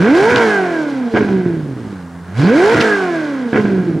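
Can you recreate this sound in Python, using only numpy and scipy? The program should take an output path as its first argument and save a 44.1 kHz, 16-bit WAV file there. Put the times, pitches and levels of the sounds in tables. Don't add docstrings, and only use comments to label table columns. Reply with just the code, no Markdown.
import sys
import numpy as np
from scipy import signal
from scipy.fft import rfft, irfft
from scipy.io import wavfile
from scipy.ndimage import uniform_filter1d, minimum_filter1d, map_coordinates

SR = 44100
rng = np.random.default_rng(int(sys.argv[2]) if len(sys.argv) > 2 else 0)


def log_audio(samples):
    frames = np.atleast_2d(samples).T
    limited = np.clip(frames, -1, 1)
    pcm = np.round(limited * 32767).astype(np.int16)
    wavfile.write(sys.argv[1], SR, pcm)


N = 176400
T = np.arange(N) / SR

# (start [s], end [s], start level [dB], end level [dB])
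BURBLE_SPELLS = [(0, 0.274, -22, -19.5), (0.319, 0.383, -12, -18.5), (1.161, 1.57, -19.5, -28.5),
                 (1.564, 1.932, -25.5, -33), (1.927, 2.328, -45, -51), (2.4, 2.754, -14.5, -36),
                 (2.741, 2.825, -13, -16.5), (3.532, 3.995, -22, -21.5)]
# (frequency [Hz], gain [dB])
TAILPIPE = [(60, -24.5), (170, -6), (450, 2), (605, -6), (685, 1.5), (785, -7), (900, -5), (1050, -5),
            (1230, -9), (1460, -1), (1660, -1), (1770, -13.5), (2020, -7), (2400, -12), (2900, -22),
            (3100, -18.5), (4000, -36), (6000, -36.5), (12000, -78)]
# (frequency [Hz], gain [dB])
SILENCER = [(25, -30.5), (70, -17), (120, -1), (170, -3), (320, 4), (450, -6.5), (600, -16), (1200, -40),
            (12000, -105)]


def amp(db):
    return 10 ** (np.asarray(db) / 20)


def unit(x):
    return x / np.sqrt(np.mean(x ** 2) + 1e-20)


def along(points, hz):
    freqs_hz, values = np.transpose(points)
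    return np.interp(np.log(hz + 1), np.log(freqs_hz + 1), values)


def during(start_s, end_s, edge_s=0.034):
    return np.clip(np.minimum(T - start_s, end_s - T) / edge_s + .5, 0, 1)


def wobble(rate_hz):
    return map_coordinates(rng.standard_normal(2000), [T * rate_hz], mode="wrap")


def impulse(response, size=8192):
    cepstrum = irfft(np.log(amp(along(response, np.fft.rfftfreq(size, 1 / SR)))))
    cepstrum[1:size // 2] *= 2
    cepstrum[size // 2 + 1:] = 0
    return irfft(np.exp(rfft(cepstrum)))


def colour(x, response):
    return signal.fftconvolve(np.atleast_2d(x), impulse(response)[None], axes=1)[:, :N]


def noise():
    # (frequency [Hz], left-right correlation [-])
    coherence = [(2000, 0.97), (4500, 0.77)]
    angle = np.arccos(along(coherence, np.fft.rfftfreq(N, 1 / SR))) / 2
    mid, side = irfft(rfft(rng.standard_normal((2, N))) * [np.cos(angle), np.sin(angle)], N)
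    return np.array([mid + side, mid - side])


def engine():
    # (time [s], firing rate [Hz])
    revs = [(0.0, 160.3), (0.08, 240.2), (0.15, 333.2), (0.21, 397.5), (0.3, 484.5), (0.36, 488.6),
            (0.6, 381), (1.0, 256.9), (1.11, 225.9), (1.5, 171.7), (1.64, 148.9), (1.95, 94.4),
            (2.04, 86.17), (2.24, 85.87), (2.33, 94.36), (2.37, 115.5), (2.51, 231.8), (2.58, 328.2),
            (2.65, 404.4), (2.71, 459.6), (2.76, 482.8), (3.07, 357.9), (3.39, 261.8), (3.51, 226.1),
            (3.85, 177.1), (4.0, 154.2)]
    # (start [s], end [s])
    blips = [(-.1, 0.41), (2.301, 2.815)]
    times_s, rates_hz = np.transpose(revs)
    glide_hz = np.exp(np.interp(T, times_s, np.log(rates_hz)))
    throttle = sum(during(*span, edge_s=0.11) for span in blips)
    return uniform_filter1d(glide_hz, SR // 50, mode="nearest"), throttle


def layer_levels(firing_hz, throttle):
    # (firing rate [Hz], note [dB], octave [dB], rasp [dB], hiss [dB])
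    on_load = [(91.2, -32, -30.5, -39, -58), (106.4, -20, -37.5, -34, -50), (133, -11, -19, -21.5, -39.5),
               (228, -12.5, -13.5, -15.5, -41), (311, -7.5, -20.5, -16, -38.5),
               (450, -11.5, -19.5, -12.5, -34), (503, -12.5, -31, -12.5, -38.5)]
    coasting = [(85.8, -43, -37, -53.5, -60.5), (89.96, -39.5, -33.5, -41.5, -55.5),
                (143, -27, -37.5, -45, -56.5), (167, -21.5, -21.5, -35.5, -55.5),
                (193.08, -15.5, -19, -28.5, -51.5), (203.3, -21, -29.5, -28.5, -48),
                (216.8, -21, -15, -38, -45), (235, -18.5, -33, -32.5, -54.5),
                (279.5, -22, -35.5, -30, -49.5), (353.84, -20, -25.5, -23, -46.5),
                (419.4, -19, -37, -17, -39), (455.7, -12.5, -22.5, -13, -35)]

    def read(table):
        rates_hz, *columns_db = np.transpose(table)
        return np.array([np.interp(firing_hz, rates_hz, db) for db in columns_db])

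    return throttle * read(on_load) + (1 - throttle) * read(coasting)


def sputter_db(phase, throttle):
    spells = sum(during(start, end) for start, end, db, _ in BURBLE_SPELLS if db > -36.5)
    strength = np.interp(phase / (2 * np.pi), np.arange(2000), rng.standard_normal(2000))
    misfires = during(1.42, 1.452, edge_s=0.0088) + during(3.828, 3.862, edge_s=0.0088)
    return 2.4 * spells * (1 - throttle) * strength - 9 * misfires


def firing_note(phase, firing_hz, throttle, note_db, octave_db, rasp_db):
    # (start [s], end [s], gain [dB])
    lulls = [(0.343, 0.384, -8.5), (1.094, 1.132, -13.5), (2.755, 2.826, -14), (3.484, 3.55, -7.5)]
    # (multiple of firing rate [-], relative level [dB])
    overtones = [(1.625, -12), (1.875, -8), (2.125, -9.5), (3, -2), (3.625, -8), (4, -2), (5, -4.5)]
    # (multiple [-], base level at ref_hz [dB], slope with speed [dB/octave])
    undertones = [(.5, -22, 25.5), (.75, -28.5, 18), (.875, -30.5, 25), (1.125, -26.5, 10)]
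    ref_hz = 440
    howl_hz, howl_width_hz, howl_db = 1600, 130, 6
    load_db = -7 * throttle
    lull_db = sum(db * during(start, end) for start, end, db in lulls)
    falter_db = lull_db + sputter_db(phase, throttle)
    tone = amp(note_db + 1 + falter_db + 1.5 * wobble(60)) * np.cos(phase)
    tone += amp(octave_db + 2 + falter_db + 2.4 * wobble(55)) * np.cos(2 * phase)
    for multiple, db in overtones:
        drift_rad = 7 * rng.random() + .3 * wobble(45) + .25 * wobble(300)
        line = np.cos(multiple * phase + drift_rad) * amp(3 * wobble(35))
        line_hz = multiple * firing_hz
        flare_db = howl_db * np.exp(-((line_hz - howl_hz) / howl_width_hz) ** 2)
        tone += amp(rasp_db + db - 5.5 + along(TAILPIPE, line_hz) + flare_db + load_db) * line
    for multiple, db, db_per_octave in undertones:
        drift_rad = 7 * rng.random() + .15 * wobble(30)
        line = np.cos(multiple * phase + drift_rad) * amp(2 * wobble(18))
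        tone += amp(db + db_per_octave * np.log2(firing_hz / ref_hz) + load_db + lull_db / 2) * line
    idle_hum = amp(-36.5 + 2 * wobble(20)) * np.cos(3 * phase + .25 * wobble(25))
    return np.sqrt(2) * (tone + during(1.92, 2.2) * idle_hum)


def puffs(phase, depth):
    return unit(np.exp(depth * np.cos(phase)))


def churn(phase, size=512, memory=.9):
    fresh = rng.standard_normal((300, size))
    cycles = signal.lfilter([np.sqrt(1 - memory ** 2)], [1, -memory], fresh, axis=0)[20:]
    position = phase / (16 * np.pi) * size
    return map_coordinates(cycles.ravel(), [position]) * np.sqrt(np.gradient(position))


def pipe_rasp(phase, throttle, rasp_db):
    repeat_share = .75 - .3 * throttle
    flow = np.sqrt(repeat_share) * churn(phase) + np.sqrt(1 - repeat_share) * noise()
    pulsed = flow * puffs(phase, depth=0.31) * puffs(phase / 4, depth=0.14)
    return unit(colour(pulsed, TAILPIPE)) * amp(rasp_db - 1)


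def mouth_hiss(phase, hiss_db):
    # (frequency [Hz], gain [dB])
    spectrum = [(1200, -26.5), (2800, 0), (4200, -2), (6000, -6.5), (10000, -17.5), (14000, -32)]
    flow = noise() + .8 * churn(phase)
    pulsed = flow * puffs(phase, depth=.25) * amp(.8 * wobble(350))
    return unit(colour(pulsed, spectrum)) * amp(hiss_db + 5 + 0.88 * wobble(40))


def burble(phase):
    firings = np.flatnonzero(np.diff(np.floor(phase / (2 * np.pi))) > 0)
    kicks = np.zeros(N)
    kicks[firings] = rng.uniform(-0.8, 1, len(firings)) * np.sqrt(np.gradient(firings))
    envelope = sum((T >= start) * (T < end) * amp(np.interp(T, [start, end], ramp_db))
                   for start, end, *ramp_db in BURBLE_SPELLS)
    return colour(unit(kicks) * envelope, SILENCER) / np.linalg.norm(impulse(SILENCER))


def pops(front_s=0.0012, tail_db=-3, t60_s=0.085):
    # (time [s], thump [dB], crack [dB])
    ignitions = [(0.37, -20, -18), (1.139, -2.5, -19), (1.148, 1, -15), (1.161, -7, -6),
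                 (1.171, -7.5, -10.5), (1.207, -4, -17.5), (1.226, -1, -18), (1.247, -6.5, -25.5),
                 (1.289, -15, -22.5), (1.461, -5, -28), (2.753, 0, -14), (3.53, -2, -14.5),
                 (3.544, -5.5, -15), (3.558, -3.5, -8.5), (3.574, -10, -14), (3.594, -4, -16.5),
                 (3.652, -8.5, -17)]
    kicks, envelope = np.zeros(N), np.zeros(N)
    for time_s, thump_db, crack_db in ignitions:
        kicks[round(time_s * SR)] = amp(thump_db)
        age_s = np.abs(T - time_s)
        decay = np.exp(-age_s / front_s) + amp(tail_db - 60 * age_s / t60_s)
        envelope += (T >= time_s) * amp(crack_db) * decay
    thumps = colour(kicks, SILENCER) / np.abs(impulse(SILENCER)).max()
    cracks = colour(envelope * noise(), TAILPIPE) / np.linalg.norm(impulse(TAILPIPE))
    return thumps + cracks


def swell(centre_s, width_s):
    return np.exp(-(2 * (T - centre_s) / width_s) ** 2)


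def crackle():
    # (centre [s], width [s], level [dB])
    sprays = [(0.372, 0.039, -24.5), (2.758, 0.026, -26), (2.814, 0.023, -16.5)]
    # (frequency [Hz], gain [dB])
    spectrum = [(900, -31), (2500, 12), (5300, -0.5), (15000, -48)]
    snaps = unit(noise() * amp(7 * wobble(900)))
    envelope = sum(amp(db) * swell(centre_s, width_s) for centre_s, width_s, db in sprays)
    return colour(snaps * envelope, spectrum) / np.linalg.norm(impulse(spectrum))


def squeak():
    # (centre [s], width [s], pitch [Hz], level [dB])
    rings = [(2.452, 0.065, 4370, -32)]
    fuzz_rad = 2.6 * wobble(700)
    return sum(amp(db) * swell(centre_s, width_s) * np.sin(2 * np.pi * hz * T + fuzz_rad)
               for centre_s, width_s, hz, db in rings)


def roadside(car, t60_s=0.14, wet_db=-19, air_db=-39):
    # (frequency [Hz], gain [dB])
    air_spectrum = [(25, -18.5), (150, 3), (900, 0), (1700, -3.5), (3000, -24.5), (9500, -25.5),
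                    (13000, -37)]
    scatter_spectrum = [(100, -22), (600, 13.5), (3000, 12.5), (10000, -13)]
    tail = colour(rng.standard_normal((2, N)), scatter_spectrum) * amp(-60 * T / t60_s)
    tail = tail[:, :SR // 2]
    scatter = signal.fftconvolve(car, tail / np.linalg.norm(tail[0]), axes=1)[:, :N]
    air = unit(colour(noise(), air_spectrum))
    return amp(wet_db) * scatter + amp(air_db) * air


def scene(pan_db=1.08):
    firing_hz, throttle = engine()
    note_db, octave_db, rasp_db, hiss_db = layer_levels(firing_hz, throttle)
    phase = 2 * np.pi * np.cumsum(firing_hz) / SR
    rasp = pipe_rasp(phase, throttle, rasp_db)
    hiss = mouth_hiss(phase, hiss_db)
    note = firing_note(phase, firing_hz, throttle, note_db, octave_db, rasp_db)
    exhaust = note + rasp + burble(phase) + pops() + squeak()
    car = exhaust * amp([[-pan_db], [pan_db]]) + hiss + crackle()
    return car + roadside(car)


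def record(dry, ceiling=0.81, hold_s=0.0044, cutoff_hz=15750):
    window = int(hold_s * SR)
    gain = np.minimum(1, ceiling / (np.abs(dry).max(axis=0) + 1e-9))
    limited = dry * uniform_filter1d(minimum_filter1d(gain, window), window)
    faded = limited * during(.002, N / SR - .002, edge_s=.004)
    passband = np.fft.rfftfreq(2 * N, 1 / SR) < cutoff_hz
    return irfft(rfft(faded, 2 * N) * passband)[:, :N]


dry = scene()
out = record(dry)
log_audio(out)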